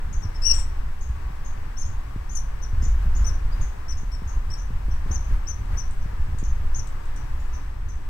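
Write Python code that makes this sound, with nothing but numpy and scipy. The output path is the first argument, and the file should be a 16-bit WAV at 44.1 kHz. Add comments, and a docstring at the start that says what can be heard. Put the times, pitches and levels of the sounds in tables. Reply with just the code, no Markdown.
"""From the start, a pine forest rushes softly while air and fingers make a hand-held camera rumble and
knock. A far squirrel chirps, a near one joins in and, about half a second in, lets out one loud squeal
that ends in a hiss. Then the near one scolds and the far one answers, in short chirps that rise and fall
in pitch. Trunks and treetops scatter each call into a short tail. From about 5.7 s a few twigs tick,
and the far squirrel has the last chirp."""
import sys
import numpy as np
from scipy import signal
from scipy.fft import rfft, irfft, next_fast_len
from scipy.io import wavfile
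from scipy.ndimage import map_coordinates

SR = 44100
rng = np.random.default_rng(int(sys.argv[2]) if len(sys.argv) > 2 else 0)


def pcm_store(signal):
    """Save signal as 16-bit PCM."""
    levels = np.round(np.clip(np.atleast_2d(signal), -1, 1) * 32767)
    wavfile.write(sys.argv[1], SR, levels.astype(np.int16).T)


N = 356769
T = np.arange(N) / SR

# Levels in the tables are relative: the functions turn each layer up or down.
# slow changes of the breeze in the treetops (time [s], level [dB])
BREEZE = [(0.0, -50), (2.84, -50), (3.04, -49), (4.03, -50), (7.57, -49), (7.8, -53), (8.09, -52)]
# short gusts (middle [s], half length [s], rise [dB])
GUSTS = [(0.538, 0.11, 3.5), (2.85, 0.092, 2.5), (3.033, 0.067, 2.5), (3.237, 0.08, 3), (3.609, 0.076, 3),
         (4.946, 0.037, 1.5), (5.121, 0.053, 4), (5.328, .045, 4), (5.74, 0.038, 3.5)]
# tone colour of the forest's rush (frequency [Hz], level [dB])
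RUSH_COLOUR = [(100, -9), (250, 1.5), (450, -0.5), (650, -2.5), (900, 0.5), (1150, -2.5), (1400, -6),
               (1700, -4.5), (2300, -10), (3200, -20), (5000, -21), (9000, -34)]
# how much of the rush both sides have in common (frequency [Hz], share [0-1])
RUSH_SHARED = [(150, 0.41), (300, 0.56), (550, 0.785), (1000, 0.81), (2000, 0.334), (4000, 0.19)]
# how far the left side's wave runs ahead (frequency [Hz], lead [radians])
RUSH_LEFT_LEAD = [(100, -6), (260, 1.68), (520, 3), (860, 4), (1640, 6.5), (2240, 8.5), (4000, 14.5)]
# how much louder the rush is on the left (frequency [Hz], left minus right [dB])
RUSH_BALANCE = [(200, -5), (380, 3.5), (700, 7), (1290, 10), (2380, 1), (4400, -1)]
# tone colour of the hiss in the pine needles (frequency [Hz], level [dB])
NEEDLE_COLOUR = [(800, -19.5), (2500, 12.5), (4500, 1.5), (6000, 4.5), (7500, 1.5), (9000, -1),
                 (12000, -1.5), (15700, -2)]
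# faint far tones (middle [s], half length [s], pitch [Hz], level [dB])
HOOTS = [(1.31, 0.246, 1130, -56), (2.083, 0.115, 1105, -54)]

# strength of the air on the camera (time [s], level [dB])
WIND = [(0, -30), (.12, -24.5), (.33, -30), (.7, -27.5), (1.3, -30), (2.45, -30.5), (2.78, -24),
        (3.3, -21.5), (3.68, -28.5), (3.78, -34), (3.95, -26.5), (5.3, -27), (6.0, -26.5), (6.35, -23.5),
        (7.0, -28), (7.35, -26.5), (7.9, -31)]
# tone colour of the camera's deep sway (frequency [Hz], level [dB])
SWAY_COLOUR = [(5, -13), (12, 8), (23, -1), (57, -6.5), (78, -12), (110, -48), (140, -69.5), (240, -120)]
# tone colour of the higher rumble of the grip (frequency [Hz], level [dB])
GRIP_COLOUR = [(40, -25), (70, 5.5), (110, 0), (160, -11), (250, -22), (400, -32), (700, -44), (1500, -79)]
# jolts of the hand (time [s], level [dB], pitch [Hz])
JOLTS = [(0.246, -17, 93), (1.098, -11.5, 55.5), (2.16, -22.5, 96), (2.73, -15, 86.5), (2.874, -12, 49),
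         (4.26, -17.5, 70), (4.89, -22, 90), (5.10, -18, 89.6), (5.29, -15.5, 44.3), (5.733, -12, 48),
         (6.199, -9.5, 41.4), (6.501, -14, 55)]
# fingers knocking on the case (time [s], level [dB])
KNOCKS = [(0.255, -34.5), (1.304, -38), (2.161, -30.5), (2.827, -32), (2.864, -35), (3.208, -38.5),
          (4.033, -34.5), (4.22, -33), (4.368, -37), (4.705, -32.5), (4.884, -31), (5.062, -33),
          (5.109, -30.5), (5.31, -38), (6.06, -34), (6.133, -37.5), (6.347, -34), (6.428, -29)]
# what the case lets through (frequency [Hz], gain [dB])
CASE_FILTER = [(30, -6), (90, 4), (170, 0.5), (300, 4.5), (480, 6), (750, -15.5), (2000, -45)]

# ticking twigs (time [s], level [dB])
TWIG_TICKS = [(5.6555, -47), (5.909, -37), (6.3856, -34), (6.8715, -33.5), (7.0548, -43), (7.1604, -39)]
# tone colour of a tick (frequency [Hz], level [dB])
TWIG_COLOUR = [(1500, -28), (3300, -13), (5000, -16), (7000, -6), (8500, -2), (9600, -16.5), (11000, -24),
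               (15000, -29)]

# what a squirrel's throat lets through (frequency [Hz], gain [dB])
THROAT_FILTER = [(2400, -31), (3400, -37), (4300, 0), (5200, 0.5), (6000, -2), (6900, -11.5), (7600, -14),
                 (8700, -22.5), (9700, -24), (10400, -17.5), (11300, -32.5), (12200, -29.5), (13000, -42),
                 (13800, -58), (15500, -60)]
# tone colour of the breath in a chirp (frequency [Hz], level [dB])
BREATH_COLOUR = [(2500, -24), (3800, -16), (5500, 12), (7000, 4.5), (8400, 1.5), (9800, -22), (12000, -6),
                 (15000, -14.5)]
# Below, "pitch" is the voice's strong second harmonic, at twice its lowest tone.
# chirps of the far squirrel (start [s], length [s], top pitch [Hz], level [dB])
FAR_CHIRPS = [(.127, .02, 6570, -29.5), (1.009, 0.027, 6720, -33.5), (1.448, 0.023, 6690, -33.5),
              (1.851, 0.02, 6685, -29.5), (2.823, 0.035, 6940, -28), (3.150, .03, 6720, -29.5),
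              (3.611, 0.022, 6660, -29), (3.970, 0.022, 6570, -35), (4.275, 0.026, 6690, -33),
              (4.577, 0.0226, 6385, -36.5), (4.908, 0.02, 5830, -46), (5.240, 0.018, 6370, -39.5),
              (6.012, .021, 6075, -48), (6.383, 0.0125, 6800, -35), (6.436, .026, 6530, -33),
              (7.163, .022, 6100, -42), (7.398, 0.011, 7000, -36.5), (7.529, 0.0265, 6200, -40.5),
              (7.885, .02, 6420, -37)]
# chirps of the near squirrel (start [s], length [s], top pitch [Hz], level [dB], overtones [dB],
# place of the top in the chirp [0-1], flatness of the arch [1 = straight slopes])
NEAR_CHIRPS = [(.222, 0.036, 5800, -41, -5, 0.4, 2), (.343, 0.029, 5380, -44.5, 1, 0.6, 4),
               (1.770, .068, 6474, -30, -3, .5, 2.1), (2.292, 0.061, 6700, -32.5, -7, 0.63, 3),
               (2.351, .027, 6550, -21.5, 3, .14, 1.25), (2.619, .036, 6030, -36, -3, 0.35, 2.5),
               (2.818, 0.035, 5410, -43, 5, 0.5, 4), (3.244, .055, 6016, -30, 1.5, .52, 3.6),
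               (3.517, .025, 4933, -47, -5, 0.5, 2), (3.882, 0.0503, 5920, -32.5, -1.5, .43, 2.4),
               (4.115, 0.0427, 5620, -42, 3.5, .5, 2.9), (4.500, .055, 5675, -36.5, 2, .52, 3.2),
               (5.111, 0.0576, 6470, -26, -11, 0.47, 3.1), (5.469, 0.0515, 6160, -28, -8, .56, 3.1),
               (5.771, 0.042, 6060, -28.5, -5, 0.45, 3.1), (6.745, .06, 6520, -27, -8, .42, 2.7)]
# course of the squeal (time [s], pitch [Hz], level [dB])
SQUEAL = [(.416, 5090, -51), (0.420, 5275, -35), (.447, 5400, -23.5), (0.455, 5638, -18),
          (0.474, 5790, -15), (0.488, 5600, -18.5), (0.513, 5660, -13), (0.519, 5500, -13.5),
          (0.523, 5020, -30), (.528, 4240, -45)]
# the hiss that ends the squeal (time [s], level [dB])
HISS_LEVEL = [(.52, -74), (.531, -47), (.541, -24), (.575, -32.5), (.6, -28), (.64, -40.5), (.72, -58.5),
              (.8, -95)]
# tone colour of that hiss (frequency [Hz], level [dB])
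HISS_COLOUR = [(2000, -12), (2800, -2), (4000, -15.5), (6800, -5), (7800, 9), (8800, 2.5), (9800, -15.5),
               (12000, -21.5), (15500, -22.5)]


def amp(db):
    """Turn decibels into a number to multiply by."""
    return 10 ** (np.asarray(db) / 20)


def unit(x):
    """Scale a sound to an average strength (rms) of 1."""
    return x / np.sqrt(np.mean(x ** 2) + 1e-20)


def look_up(table, hz):
    """Read between the rows of a (frequency, value) table, with octaves evenly spaced."""
    frequencies, values = np.transpose(table)
    return np.interp(np.log(hz + 1), np.log(frequencies + 1), values)


def curves(table):
    """Join timed rows with straight lines: one curve for each column after the time."""
    times, *columns = np.transpose(table)
    return [np.interp(T, times, column) for column in columns]


def wobble(rate):
    """A smooth curve through `rate` random values a second."""
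    return map_coordinates(rng.standard_normal(int(N * rate / SR) + 4), [T * rate])


def filtered(x, response):
    """Multiply each frequency in a sound by response(hz)."""
    size = next_fast_len(N + SR // 2)
    return irfft(rfft(x, size) * response(np.fft.rfftfreq(size, 1 / SR)), size)[..., :N]


def noise(colour):
    """Noise of strength 1 with the given tone colour."""
    return unit(filtered(rng.standard_normal(N), lambda hz: amp(look_up(colour, hz))))


def fuzzy_tone(hz, width_hz):
    """A tone of strength 1, blurred by random wobbles."""
    phase = 2 * np.pi * hz * T
    return unit(wobble(width_hz) * np.sin(phase) + wobble(width_hz) * np.cos(phase))


def add(track, start, sound):
    """Mix a sound into a track, `start` seconds in."""
    i = max(round(start * SR), 0)
    track[..., i:i + sound.shape[-1]] += sound[..., :N - i]


def gusts():
    """The rise in dB from all gusts; each swells and fades like a bell curve."""
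    return sum(db * np.exp(-((T - middle) / half) ** 2) for middle, half, db in GUSTS)


def forest():
    """The breeze makes a distant rush from the left and a fine hiss in the needles."""
    def shared_part(hz):
        right_delay = np.exp(-1j * look_up(RUSH_LEFT_LEAD, hz))
        return np.sqrt(look_up(RUSH_SHARED, hz)) * np.array([np.ones_like(hz), right_delay])

    common, left, right = (noise(RUSH_COLOUR) for _ in range(3))
    rush = filtered(common, shared_part)
    rush += filtered(np.array([left, right]), lambda hz: np.sqrt(1 - look_up(RUSH_SHARED, hz)))
    rush = unit(filtered(rush, lambda hz: amp(np.outer([.5, -.5], look_up(RUSH_BALANCE, hz)))))
    needles = unit(np.array([noise(NEEDLE_COLOUR), noise(NEEDLE_COLOUR)])) * amp([[.5], [-.5]])
    breeze_db = curves(BREEZE)[0] + gusts()
    return rush * amp(breeze_db + 4.5 + 0.71 * wobble(9)) + needles * amp(breeze_db - 8.5)


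def far_hoots():
    """Two faint tones swell and fade, far off to the left."""
    hoots = sum(amp(db) * np.exp(-((T - middle) / half) ** 2) * fuzzy_tone(hz, width_hz=57)
                for middle, half, hz, db in HOOTS)
    return hoots * amp([[3], [-5]])  # left, right


def camera_rumble():
    """Air and hand shake the camera: a lumpy rumble that grows with the wind."""
    lumps_per_s = 18
    wind_db = curves(WIND)[0] + 1.9 * gusts()
    sway = amp(wind_db + 3 + 1.5 * wobble(lumps_per_s)) * noise(SWAY_COLOUR)
    grip_db = wind_db.mean() - 14 + 0.78 * (wind_db - wind_db.mean())  # follows the wind only partly
    grip = noise(GRIP_COLOUR) + amp(-6.5) * np.array([noise(GRIP_COLOUR), noise(GRIP_COLOUR)])
    return sway + amp(grip_db + 3 * wobble(lumps_per_s)) * grip


def thuds(table, fade_s, attack_s):
    """Low tones that die within a few swings, dropping 60 dB in fade_s."""
    out, t = np.zeros(N), np.arange(SR // 6) / SR
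    onset = 1 - np.exp(-t / attack_s)
    for start, db, hz in table:
        add(out, start, onset * amp(db - 60 * t / fade_s) * np.sin(2 * np.pi * hz * t))
    return out


def hand_bumps():
    """The hand jolts the camera, and finger knocks make its case ring low and briefly."""
    jolts = thuds(JOLTS, fade_s=0.12, attack_s=0.0029)
    case_hz = 165
    knocks = thuds([(start, db + 6.5, case_hz) for start, db in KNOCKS], fade_s=0.03, attack_s=0.00039)
    return jolts + filtered(knocks, lambda hz: amp(look_up(CASE_FILTER, hz)))


def among_trees(sound, early_db, tail_db, fade_s, right_db):
    """A sound arrives directly, as quick echoes off branches and as a soft tail from the treetops."""
    t = np.arange(SR // 2) / SR
    shape = (2, len(t))
    echo_here = (rng.random(shape) < .05) & (t > .003)
    branches = rng.standard_normal(shape) * echo_here * amp(-60 * t / 0.11)
    treetops = rng.standard_normal(shape) * amp(-60 * t / fade_s) * (1 - np.exp(-t / 0.014))
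    paths = amp(early_db) * branches / np.linalg.norm(branches[0])
    paths += amp(tail_db) * treetops / np.linalg.norm(treetops[0])
    paths[0, 0] += 1  # the direct sound reaches the left first
    paths[1, 25] += .7  # and the right 25 samples later
    balance = amp([[0], [right_db]])  # the right microphone faces away
    return signal.fftconvolve(sound[None], paths, axes=1) * balance


def twigs():
    """Twigs tick up in the branches, each a tiny puff of noise that dies at once."""
    loudness, t = np.zeros(N), np.arange(SR // 8) / SR
    fade_s = 0.0206
    for start, db in TWIG_TICKS:
        add(loudness, start, amp(db - 60 * t / fade_s) * (1 - np.exp(-t * 25 / fade_s)))
    ticks = loudness * noise(TWIG_COLOUR)
    return among_trees(ticks, early_db=-3.5, tail_db=-6.5, fade_s=.2, right_db=-19.5)[:, :N]


def voice(hz, overtone_db, jitter, lowest_db):
    """Five harmonics shaped by the throat, the second at hz; jitter shakes the pitch to make it rough."""
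    rough_hz = hz * (1 + jitter * wobble(1128)[:len(hz)])
    phase = np.pi * np.cumsum(rough_hz) / SR  # of the lowest tone, at half of hz
    levels_db = [lowest_db, 0, overtone_db, overtone_db, overtone_db]
    return np.sqrt(2) * sum(amp(db + look_up(THROAT_FILTER, hz * k / 2)) * np.sin(k * phase)
                            for k, db in enumerate(levels_db, 1))


def chirps(table, gain_db, breath_db, rise_hz_per_s, fall_hz_per_s, jitter):
    """Give (start, sound) for each chirp: the pitch flicks up and drops away over a puff of breath."""
    air = noise(BREATH_COLOUR)
    for start, length, top_hz, db, overtone_db, top_at, flatness in table:
        progress = np.linspace(0, 1, int(length * SR))
        before_top = np.clip(1 - progress / top_at, 0, 1)
        after_top = np.clip((progress - top_at) / (1 - top_at), 0, 1)
        climb_hz = rise_hz_per_s * length * top_at
        drop_hz = fall_hz_per_s * length * (1 - top_at)
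        hz = top_hz - climb_hz * before_top ** flatness - drop_hz * after_top ** flatness
        arch = np.abs(np.cos(np.pi / 2 * (before_top + after_top)))  # loudest at the top
        flutter = amp(2.5 * wobble(200)[:len(hz)])
        tone = arch ** .55 * flutter * voice(hz, overtone_db, jitter, lowest_db=-2)
        breath = amp(breath_db) * arch ** 0.12 * air[int(start * SR):][:len(hz)]
        yield start, amp(db + gain_db) * (tone + breath)


def far_squirrel():
    """The far squirrel's quick answers arrive mostly as echoes from the trees."""
    out = np.zeros((2, N))
    overtone_db, top_at, flatness = -15, 0.41, 1.92
    table = [(*row, overtone_db, top_at, flatness) for row in FAR_CHIRPS]
    for start, call in chirps(table, gain_db=-5, breath_db=-21,
                              rise_hz_per_s=67000, fall_hz_per_s=61000, jitter=.022):
        add(out, start, among_trees(call, early_db=-1, tail_db=0, fade_s=0.32, right_db=-23))
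    return out


def near_squirrel():
    """The near squirrel's scolding chirps arrive mostly directly."""
    out = np.zeros((2, N))
    for start, call in chirps(NEAR_CHIRPS, gain_db=-1, breath_db=-23,
                              rise_hz_per_s=32000, fall_hz_per_s=37200, jitter=.013):
        add(out, start, among_trees(call, early_db=-7, tail_db=-10, fade_s=.3, right_db=-23))
    return out


def squeal():
    """The near squirrel gives one longer, loud, trembling call that ends in a hiss."""
    out = np.zeros((2, N))
    start, end = SQUEAL[0][0], SQUEAL[-1][0]
    hz, db = [curve[int(start * SR):int(end * SR)] for curve in curves(SQUEAL)]
    tremble = 1 + .016 * wobble(380)[:len(hz)]
    flutter_db = 2 * wobble(259)[:len(hz)]
    call = amp(db + flutter_db) * voice(hz * tremble, overtone_db=-2.5, jitter=0.0045, lowest_db=8.5)
    add(out, start, among_trees(call, early_db=-6, tail_db=-11, fade_s=.33, right_db=-22))
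    hiss = np.array([noise(HISS_COLOUR), amp(-31.5) * noise(HISS_COLOUR)])  # almost all on the left
    return out + hiss * amp(curves(HISS_LEVEL)[0] - 5.5)


def scene():
    """The forest and the hand on the camera, with both squirrels on top."""
    background = forest() + far_hoots() + camera_rumble() + hand_bumps() + twigs()
    return background + far_squirrel() + near_squirrel() + squeal()


def record(dry):
    """The camera adds a thin whine and cuts off the very highest treble."""
    whine = fuzzy_tone(hz=7860, width_hz=300) * amp([[-72], [-81]])
    return filtered(dry + whine, lambda hz: hz < 15780)


dry = scene()
out = record(dry)
pcm_store(out)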